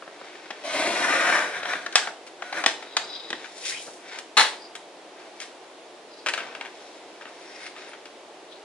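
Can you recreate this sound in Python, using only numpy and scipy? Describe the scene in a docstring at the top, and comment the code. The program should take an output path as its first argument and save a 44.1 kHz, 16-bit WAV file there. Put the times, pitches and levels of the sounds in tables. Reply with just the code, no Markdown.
"""A paper trimmer cuts heavy paper on a wooden table in a small room. Stick-slip friction makes its
plastic slider rub and its blade hiss; the slider clicks at its stop and shakes the loose rail.
The sheet is drawn out with a rustle and thin scrapes, and the rail claps shut, chatters and rings
in its modes. A sheet drops on the trimmer with fluttering taps and is picked up again.
Moving air makes a soft, steady rush underneath."""
import sys
import numpy as np
from scipy import signal
from scipy.fft import rfft, irfft
from scipy.io import wavfile

SR = 44100
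rng = np.random.default_rng(int(sys.argv[2]) if len(sys.argv) > 2 else 0)


def file_out(sig):
    """Save sig as 16-bit WAV at sys.argv[1]."""
    # one column per channel
    cols = np.atleast_2d(sig).T
    # limit, then scale
    lim = np.clip(cols, -1, 1)
    pcm = np.round(lim * 32767).astype(np.int16)
    wavfile.write(sys.argv[1], SR, pcm)


N = 381024
FREQS = np.fft.rfftfreq(4096, 1 / SR)
STROKE_DB = 20  # a stroke gains this much in its rise time and loses it in its fall time


def gain_of(db):
    """The decibel scale: 20 dB is a tenfold amplitude."""
    return np.exp(np.asarray(db) * (np.log(10) / 20))

def unit_rms(x):
    """Normalisation to a mean power of one."""
    return x / np.sqrt(np.mean(x ** 2) + 1e-20)

def curve_at(points, hz):
    """Interpolation of a table on a logarithmic frequency axis."""
    f, value = np.transpose(points)
    return np.interp(np.log(hz + 1), np.log(f + 1), value)

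def tilted(points, slope_db):
    """Spectral tilt: slope_db per octave above the bass."""
    return curve_at(points, FREQS) + slope_db * np.log2(1 + FREQS / 500)

def add(mix, s, sound):
    """Superposition: a sound joins the mix at time s."""
    part = mix[round(s * SR):][:len(sound)]
    part += sound[:len(part)]

def colour(x, db):
    """Minimum-phase filtering at unit energy; db gives the spectral shape on FREQS."""
    cepstrum = irfft(np.log(gain_of(db)))
    half = len(cepstrum) // 2
    cepstrum[1:half] *= 2
    cepstrum[half + 1:] = 0
    taps = irfft(np.exp(rfft(cepstrum)))[:half]
    return signal.oaconvolve(x, taps / np.linalg.norm(taps))[:len(x)]

def waver(rate_hz, depth_db):
    """Random amplitude modulation: a gain that changes rate_hz times a second."""
    steps = rng.standard_normal(N // 20)
    return gain_of(depth_db * np.interp(np.arange(N) / SR * rate_hz, np.arange(len(steps)), steps))

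def stroke(s, rise_s, hold_s, fall_s, db):
    """Exponential growth and decay: a hand gathers speed up to time s, holds it and slows."""
    t = np.arange(N) / SR - s
    away = np.maximum(-t / max(rise_s, .002), (t - hold_s) / max(fall_s, .002))
    return gain_of(db - STROKE_DB * np.clip(away, 0, 6))

def friction(slips_per_s, spread_db, smooth, judder_db):
    """Stick-slip friction: tiny uneven slips over a smooth rub, under a juddering contact pressure."""
    slips = (rng.random(N) < slips_per_s / SR) * rng.choice([-1, 1], N)
    sizes = gain_of(spread_db * np.minimum(rng.exponential(1, N), 4))
    rub = unit_rms(slips * sizes) + smooth * rng.standard_normal(N)
    return unit_rms(rub * waver(110, judder_db))

def impact(t60, crack, rise_s=0.00022, signs=None):
    """Impulse response: a crack, then dense, quickly damped modes; a slow contact loses its crack."""
    signs = rng.choice([-1., 1.], SR // 2) if signs is None else signs
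    t = np.arange(len(signs)) / SR
    build = 1 - np.exp(-(t + 1 / SR) / rise_s)
    modes = signs * build * gain_of(-60 * t / max(t60, .003))
    modes /= np.linalg.norm(modes)
    modes[0] += crack * np.exp(-rise_s / 0.0014)
    return modes / np.linalg.norm(modes)

def rattle(hold_s, gap_s, fade_db_per_s, t60, crack, rise_s):
    """Repeated impact: unevenly spaced contacts stay about equally strong for hold_s, then die away."""
    out = np.zeros(SR)
    gaps = gap_s * rng.uniform(.6, 1.4, 40)
    times = np.cumsum(gaps) - gaps[0]
    levels = 1.5 * rng.standard_normal(len(times)) - fade_db_per_s * np.maximum(times - hold_s, 0)
    noises = rng.choice([-1., 1.], (len(times), SR // 8))
    for s, db, signs in zip(times, levels, noises):
        if db > -40:
            add(out, s, gain_of(db) * impact(t60, crack, rise_s, signs))
    return out / np.linalg.norm(out)

# Likeness of diffuse sound at two microphones. 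Each row: frequency in Hz, coherence.
COHERENCE = [(60, 0.76), (300, 1), (700, 0.9), (1400, 0.55), (3000, 0.48), (6000, 0.087), (11000, 0.2)]
def diffuse(pair):
    """Spatial coherence: sound from all around is more alike at two nearby points in the bass."""
    a, b = rfft(pair)
    hz = np.fft.rfftfreq(pair.shape[1], 1 / SR)
    coherence = np.clip(curve_at(COHERENCE, hz), -.99, .99)
    mid, side = a * np.sqrt((1 + coherence) / 2), b * np.sqrt((1 - coherence) / 2)
    return irfft(np.array([mid + side, mid - side]), pair.shape[1])

# The room's reverberation. Each row: frequency in Hz, time to fall 60 dB in seconds.
ROOM_T60 = [(200, 0.48), (550, 0.56), (1400, 0.33), (3700, 0.37), (10000, 0.36)]
def room(x, wet_db, near_db=-4, lead_s=.00006, left_db=2.0):
    """Reverberation: direct sound from the left, early reflections off table and shelves, a tail."""
    size = SR // 2
    t, bins = np.arange(size) / SR, np.fft.rfftfreq(size, 1 / SR)
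    hz, when, spectra = signal.stft(rng.standard_normal((2, size)), SR, nperseg=256)
    decay = gain_of(-60 * when / curve_at(ROOM_T60, hz)[:, None])
    tail = signal.istft(spectra * decay, SR, nperseg=256)[1][:, :size]
    tail *= np.clip((t - .004) / 0.0013, 0, 1)
    near = rng.standard_normal((2, size)) * (t > .0006) * np.exp(-t / 0.0045)
    reflections = gain_of(wet_db) * unit_rms(tail) + gain_of(near_db) * unit_rms(near)
    response = diffuse(reflections) / np.sqrt(size)
    # the housing shades the right microphone, but bass diffracts around it
    shade_db = left_db * curve_at([(300, 0), (1300, 1), (3000, 0.93), (9000, 0.99)], bins)
    delay_s = 8 / SR + np.array([[0], [lead_s]])
    direct = gain_of([shade_db, -shade_db]) * np.exp(-2j * np.pi * bins * delay_s)
    response[:, :128] += irfft(direct, size)[:, :128]
    response /= np.sqrt(np.sum(response ** 2) / 2)
    response *= np.clip((t[-1] - t) / .05, 0, 1)
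    return signal.oaconvolve(x[None], response, axes=1)[:, :N]

# Spectrum of the room's air. Each row: frequency in Hz, relative level in dB.
AIR_SPECTRUM = [(25, -48), (45, -39), (70, -27.5), (105, -31), (140, -24.5), (165, -17.5), (230, -13),
                (300, -3), (365, 1), (480, -1.5), (700, -0.5), (1300, -11), (3600, -14), (6500, -21),
                (11000, -29.5)]
def room_air():
    """Broadband flow noise: moving air fills the room with a soft, diffuse rush."""
    air = np.array([colour(noise, curve_at(AIR_SPECTRUM, FREQS)) for noise in rng.standard_normal((2, N))])
    return gain_of(-46) * diffuse(air) * waver(rate_hz=9.1, depth_db=0.31)

# Paper edges and fingers tapping. Each row: start in seconds, relative level in dB,
# tilt in dB per octave, time the flutter holds in seconds.
TAPS = [(0.0228, -38.5, -9, 0), (0.0766, -38, -10.5, 0), (0.214, -39, -13, 0.0017),
        (2.2664, -39.5, 8, 0.0093), (2.825, -36.5, -1, 0), (3.4426, -35, -0.5, 0.013),
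        (3.871, -37, -15, 0.017), (4.187, -31.5, 8, 0), (4.753, -33, 8, 0.0071), (5.402, -29.5, 8, 0.024),
        (6.2616, -20, 1.5, 0.0083), (6.286, -21, 3.5, 0.0038), (6.3369, -22.5, 3.5, 0),
        (6.377, -25.5, -0.5, 0.0026), (6.395, -31, -2, .015), (6.55, -34, 0, 0.0036),
        (6.6108, -29.5, -1, 0.00068), (6.6502, -34.5, 1.5, 0.021), (7.2111, -37, -2, 0.0091),
        (7.255, -37, -5.5, 0.01), (7.6643, -36.5, 4, 0.0045), (7.7637, -39.5, -3, 0.0034),
        (7.933, -39.5, -4.5, 0.0096), (8.0556, -40.5, 3, 0.0038)]
# Spectrum of a tap. Each row: frequency in Hz, relative level in dB.
TAP_SPECTRUM = [(30, -58), (200, -19.5), (450, -3.5), (1000, 0.5), (1700, 5), (2500, 4), (3500, -2.5),
                (5000, -9), (8000, -16), (11000, -29)]
def paper_taps():
    """Heavily damped impact: stiff paper knocks, flutters briefly and does not ring."""
    out = np.zeros(N)
    for s, db, slope_db, flutter_s in TAPS:
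        contacts = rattle(flutter_s, gap_s=.009, fade_db_per_s=1200, t60=.03, crack=.53, rise_s=.00032)
        tap = colour(contacts, tilted(TAP_SPECTRUM, slope_db))
        add(out, s, gain_of(db) * tap / np.linalg.norm(tap))
    return gain_of(26.5) * out

# Sheets sliding. Each row: time of reaching full speed, rise, hold and fall in seconds,
# relative level in dB, tilt in dB per octave.
SLIDES = [(0.198, 0.26, 0.44, .1, -45.5, -3), (2.81, 0.072, 0.022, .15, -46.5, -1),
          (2.95, .13, .05, 0.55, -42.5, -8), (3.45, 0.44, 0.021, .1, -42.5, -0.5),
          (3.69, 0.15, 0.0017, .08, -26, 7.5), (3.79, .1, 0.074, 0.27, -40, 11.5),
          (4.111, 0.17, 0.065, 0.026, -37.5, -1.5), (5.2, 0.11, 0.012, .16, -46, -4.5),
          (5.43, 0.084, 0, .08, -40, 2), (6.277, 0.017, 0.16, 0.34, -37, -6.5),
          (6.75, .1, 0.21, 0.22, -51.5, 3), (7.644, 0.63, 0.027, .05, -42, -1),
          (7.766, .04, 0.14, 0.11, -43, -2)]
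# Spectrum of sliding paper. Each row: frequency in Hz, relative level in dB.
PAPER_SPECTRUM = [(30, -53), (150, -22.5), (500, -4.5), (1200, 1), (2000, 5), (3000, 1), (4200, -0.5),
                  (5800, -3.5), (7200, -8.5), (9200, -13.5), (11000, -24)]
def sliding_sheets():
    """Stick-slip friction: paper fibres catch and let go; each stroke has its own brightness."""
    out, slips = np.zeros(N), friction(1400, spread_db=3.6, smooth=0.66, judder_db=1.9)
    for s, rise_s, hold_s, fall_s, db, slope_db in SLIDES:
        gain = stroke(s, rise_s, hold_s, fall_s, db)
        moving = np.flatnonzero(gain > gain_of(db - 2 * STROKE_DB))
        out[moving] += colour(slips[moving], tilted(PAPER_SPECTRUM, slope_db)) * gain[moving]
    return gain_of(-1.5) * out

# Plastic parts knocking. Each row: start in seconds, relative level in dB, tilt in dB per octave,
# table thump relative to the click in dB, rise of the contact in seconds.
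KNOCKS = [(0.504, -29, -3.5, -15, 0.0061), (1.6316, -29.5, -3.5, -30, 0.00026),
          (1.655, -27.5, -5, -30, 0.00036), (1.7335, -23.5, -5.5, -27, 0.0011),
          (1.862, -25, -4, -24, 0.0018), (1.9256, -35.5, 6, -40, .0003), (1.9555, -8.5, 1.5, -43, 0.000088),
          (2.0713, -26, -9, -37, 0.003), (2.421, -28, -5.5, -25, .0024), (2.526, -26.5, -4.5, -30, .0016),
          (2.639, -21, -3, -28, .0005), (2.6615, -11, 1.5, -19.5, 0.00026), (2.9674, -15, 0, -46, 0.0011),
          (3.3037, -28, 0, -13, 0.0005), (3.3287, -24.5, -4, -8.5, 0.00045)]
# Spectrum of struck plastic. Each row: frequency in Hz, relative level in dB.
PLASTIC_SPECTRUM = [(30, -81), (200, -32.5), (450, -17.5), (800, -1), (1100, -1.5), (1700, 3), (2600, -1.5),
                    (3800, -1.5), (5000, -7), (8000, -11.5), (11000, -30)]
def plastic_knocks():
    """Structure-borne sound: clicks thump the table, and the hardest rattle and ring the loose rail."""
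    out = np.zeros(N)
    loose_db = -16  # knocks above this shake the rail
    table_db = curve_at([(25, -1), (70, -8.5), (150, -4.5), (300, 7), (600, 4.5), (2000, -67)], FREQS)
    for s, db, slope_db, thump_db, rise_s in KNOCKS:
        plastic_db = tilted(PLASTIC_SPECTRUM, slope_db)
        click = colour(impact(t60=0.026, crack=0.51, rise_s=rise_s), plastic_db)
        thump = gain_of(thump_db) * colour(impact(t60=0.074, crack=0.64), table_db)
        add(out, s, gain_of(db) * (click / np.linalg.norm(click) + thump))
        if db > loose_db:
            shake = rattle(hold_s=.0072, gap_s=.006, fade_db_per_s=308, t60=.027, crack=.47, rise_s=.0006)
            shake_db = -32 + 2.23 * (db - loose_db)
            add(out, s + .009, gain_of(shake_db) * colour(shake, plastic_db))
            out += gain_of(db - 53) * rail_ring(s)
    return gain_of(25.5) * out

# Pushes of the slider. Each row: time of reaching full speed, rise, hold and fall in seconds,
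# relative level in dB.
PUSHES = [(0.649, 0.017, .075, 0.12, -36.5), (0.74, 0.085, 0.65, 0.19, -30.5),
          (1.544, 0.087, 0.044, .07, -42), (1.691, 0.095, 0.044, 0.097, -36),
          (1.815, .05, 0.0029, 0.12, -44.5), (1.951, 0.078, 0.14, 0.018, -44.5), (2.435, .06, .06, .1, -49),
          (2.568, 0.073, .015, .1, -34.5)]
# Spectra of the rub, the blade's hiss and the blade's rumble. Each row: frequency in Hz, relative level in dB.
RUB_SPECTRUM = [(40, -65), (300, -34.5), (600, -12), (950, -7), (1400, 1.5), (1900, 1), (2400, 0.5),
                (3000, -17), (3700, -12.5), (4400, -23), (5500, -17.5), (11000, -27.5)]
HISS_SPECTRUM = [(40, -67), (800, -60), (2000, 4), (3000, 4), (3900, 4), (4600, -0.5), (6300, -2),
                 (7000, -7.5), (9000, -6), (11000, -17)]
RUMBLE_SPECTRUM = [(25, -42), (50, -39), (75, -33), (110, -25.5), (160, -18.5), (230, -12), (320, -6.5),
                   (430, -3.5), (580, -3.5), (760, -17), (950, -1.5), (1500, -23)]
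# Resonances and dips of the slider and hollow base. Each row: centre in Hz, width in Hz, lift in dB.
BODY_RESONANCES = [(298, 110, 5.5), (588, 110, 8), (698, 102, 13), (1100, 30, -2.5), (1120, 280, 2.5),
                   (1373, 52, -22.5), (1446, 150, 7.5), (1720, 90, -0.5), (2100, 100, 0.5),
                   (2230, 140, -3.5)]
# Strength of the rub along the rail. Each row: fraction of the way, gain in dB.
RUB_ALONG_RAIL = [(0.25, 0.5), (0.47, 8.5), (1, 6.5)]
def slider():
    """Friction noise grows with speed: the slider rubs, and the blade parts fibres with a hiss and a low
    rumble."""
    speed = np.max([stroke(*push) for push in PUSHES], axis=0)
    way = np.cumsum(speed) / np.sum(speed)
    body_db = sum(db / (1 + (2 * (FREQS - hz) / width) ** 2) for hz, width, db in BODY_RESONANCES)
    rub = colour(friction(1500, 2.8, 1.0, 2.1), curve_at(RUB_SPECTRUM, FREQS) + body_db)
    rub *= gain_of(np.interp(way, *np.transpose(RUB_ALONG_RAIL)))
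    hiss = colour(friction(3000, 3.1, 0.98, 0.72), curve_at(HISS_SPECTRUM, FREQS))
    hiss *= gain_of(-8.5 - 5 * way)
    rumble = colour(friction(800, 3.7, 0.54, 1.7), curve_at(RUMBLE_SPECTRUM, FREQS) + body_db)
    return (rub + gain_of(-1) * rumble) * speed + hiss * speed ** 0.74

# Five places along the rail. Each entry: time the slider passes in seconds.
PASSING_S = [0.7, 0.95, 1.2, 1.45, 1.75]
def along_rail(x):
    """Interference: each place has its own reflections, so the timbre shifts as the slider moves."""
    t = np.arange(N) / SR
    crossfades = [np.sqrt(np.interp(t, PASSING_S, share)) for share in np.eye(len(PASSING_S))]
    return sum(room(x * fade, wet_db=-2, near_db=-1) for fade in crossfades)

# Edges and fingertips scraping. Each row: time of reaching full speed, rise, hold and fall in seconds,
# level in dB, pitch in Hz, glide in octaves per second, bandwidth in Hz.
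SCRAPES = [(1.536, .05, 0.21, .06, -37.5, 1680, -1, 746), (1.546, .05, 0.23, 0.065, -47, 3540, 0, 500),
           (3.081, 0.19, 0.067, .24, -42, 4780, 0, 473), (3.147, 0.37, 0.013, .33, -39.5, 3780, 0, 800),
           (3.65, 0.045, 0.057, .1, -38.5, 2700, 0, 990), (3.722, .02, 0, .12, -32.5, 2140, 7.5, 850),
           (4.66, 0.14, .008, .02, -44.5, 4780, -0.5, 420), (6.105, .05, 0.08, .15, -54, 4600, 0, 1300),
           (7.551, .25, 0.14, .05, -49.5, 5050, -1, 1500), (7.601, 0.18, 0.065, .04, -42.5, 2100, 0, 850),
           (7.673, .4, 0.024, .03, -57, 9200, 0, 296), (7.895, .035, 0, .05, -58, 9240, 0, 300),
           (8.52, .05, 0.0063, 0.11, -49, 3660, 3, 1300)]
def edge_scrapes():
    """Friction-driven resonance: each rubbed edge whistles in a band that may glide as it is drawn."""
    out, slips = np.zeros(N), friction(1100, spread_db=3, smooth=0.6, judder_db=3)
    for s, rise_s, hold_s, fall_s, db, hz, glide, width_hz in SCRAPES:
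        gain = stroke(s, rise_s, hold_s, fall_s, db)
        moving = np.flatnonzero(gain > gain_of(db - 2 * STROKE_DB))
        pitch_hz = hz * 2 ** (glide * (moving / SR - s))
        carrier = np.exp(2j * np.pi * np.cumsum(pitch_hz) / SR)
        pole = np.exp(-np.pi * width_hz / SR)
        # shift down, low-pass, shift back: a resonance that follows the pitch
        edge = carrier * signal.lfilter([1], np.poly([pole, pole]), slips[moving] / carrier)
        out[moving] += unit_rms(edge.real) * gain[moving]
    return out

# Modes of the rail. Each row: frequency in Hz, relative level in dB, time to fall 60 dB in seconds.
RAIL_MODES = [(785, -10, .3), (858, 2, .4), (917, -6, .25), (968, -2, .27), (1445, -9, .24),
              (1625, -2, .27), (1675, -5, .2), (1990, -5, .3), (2226, -9, .14), (2686, -7, .22),
              (3550, -9, .2), (4054, -10, .22), (4188, -9, .24), (8250, -17, .15)]
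def rail_ring(s):
    """Free vibration: struck at time s, the rail rings as a sum of damped sinusoids."""
    t = np.arange(SR // 2) / SR
    out = np.zeros(N)
    ring = sum(gain_of(db - 60 * t / t60) * np.sin(2 * np.pi * (hz * t + rng.random()))
               for hz, db, t60 in RAIL_MODES)
    add(out, s, ring * (1 - np.exp(-t / 0.0011)))
    return out

# Spectrum of the rail landing. Each row: frequency in Hz, relative level in dB.
CLAP_SPECTRUM = [(30, -43), (130, -33), (300, -15), (550, -6.5), (740, -6), (890, 2.5), (1150, -4),
                 (1700, -0.5), (3000, -3), (4000, -0.5), (5000, -8), (5900, -11), (8500, -13.5),
                 (11000, -22)]
def rail_clap(s):
    """Rebound: the long rail falls shut at time s and chatters against the base."""
    out = np.zeros(N)
    chatter = rattle(hold_s=.031, gap_s=.005, fade_db_per_s=235, t60=.041, crack=.51, rise_s=.0008)
    add(out, s, colour(chatter, curve_at(CLAP_SPECTRUM, FREQS)))
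    return gain_of(21.5) * out

def scene():
    """Superposition of trimmer, paper and air in the room; knocks and taps are close and dry."""
    shut_s = 4.3688
    knocks = room(plastic_knocks(), wet_db=-8, near_db=-10, lead_s=.00007)
    taps = room(paper_taps(), wet_db=-7, near_db=-10, left_db=2.2)
    clap = room(rail_clap(shut_s), wet_db=-6.5, near_db=-0.5)
    ring = room(gain_of(-25) * rail_ring(shut_s), wet_db=-26, near_db=-20, left_db=1.3)
    sheets = room(sliding_sheets(), wet_db=-3)
    scrapes = room(edge_scrapes(), wet_db=-1, near_db=5.5, left_db=5.5)
    cut = along_rail(slider())
    return room_air() + taps + sheets + knocks + cut + scrapes + ring + clap

def record(dry, low_cut_hz=48, high_cut_hz=11150):
    """Clipping and band limiting: peaks stop at full scale, then deep bass and top treble are cut."""
    highpass = signal.butter(2, low_cut_hz, "highpass", fs=SR, output="sos")
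    lowpass = signal.firwin(401, high_cut_hz, window=("kaiser", 8), fs=SR)
    x = signal.sosfilt(highpass, np.clip(dry, -1, 1))
    return signal.oaconvolve(x, lowpass[None], "same")


dry = scene()
out = record(dry)
file_out(out)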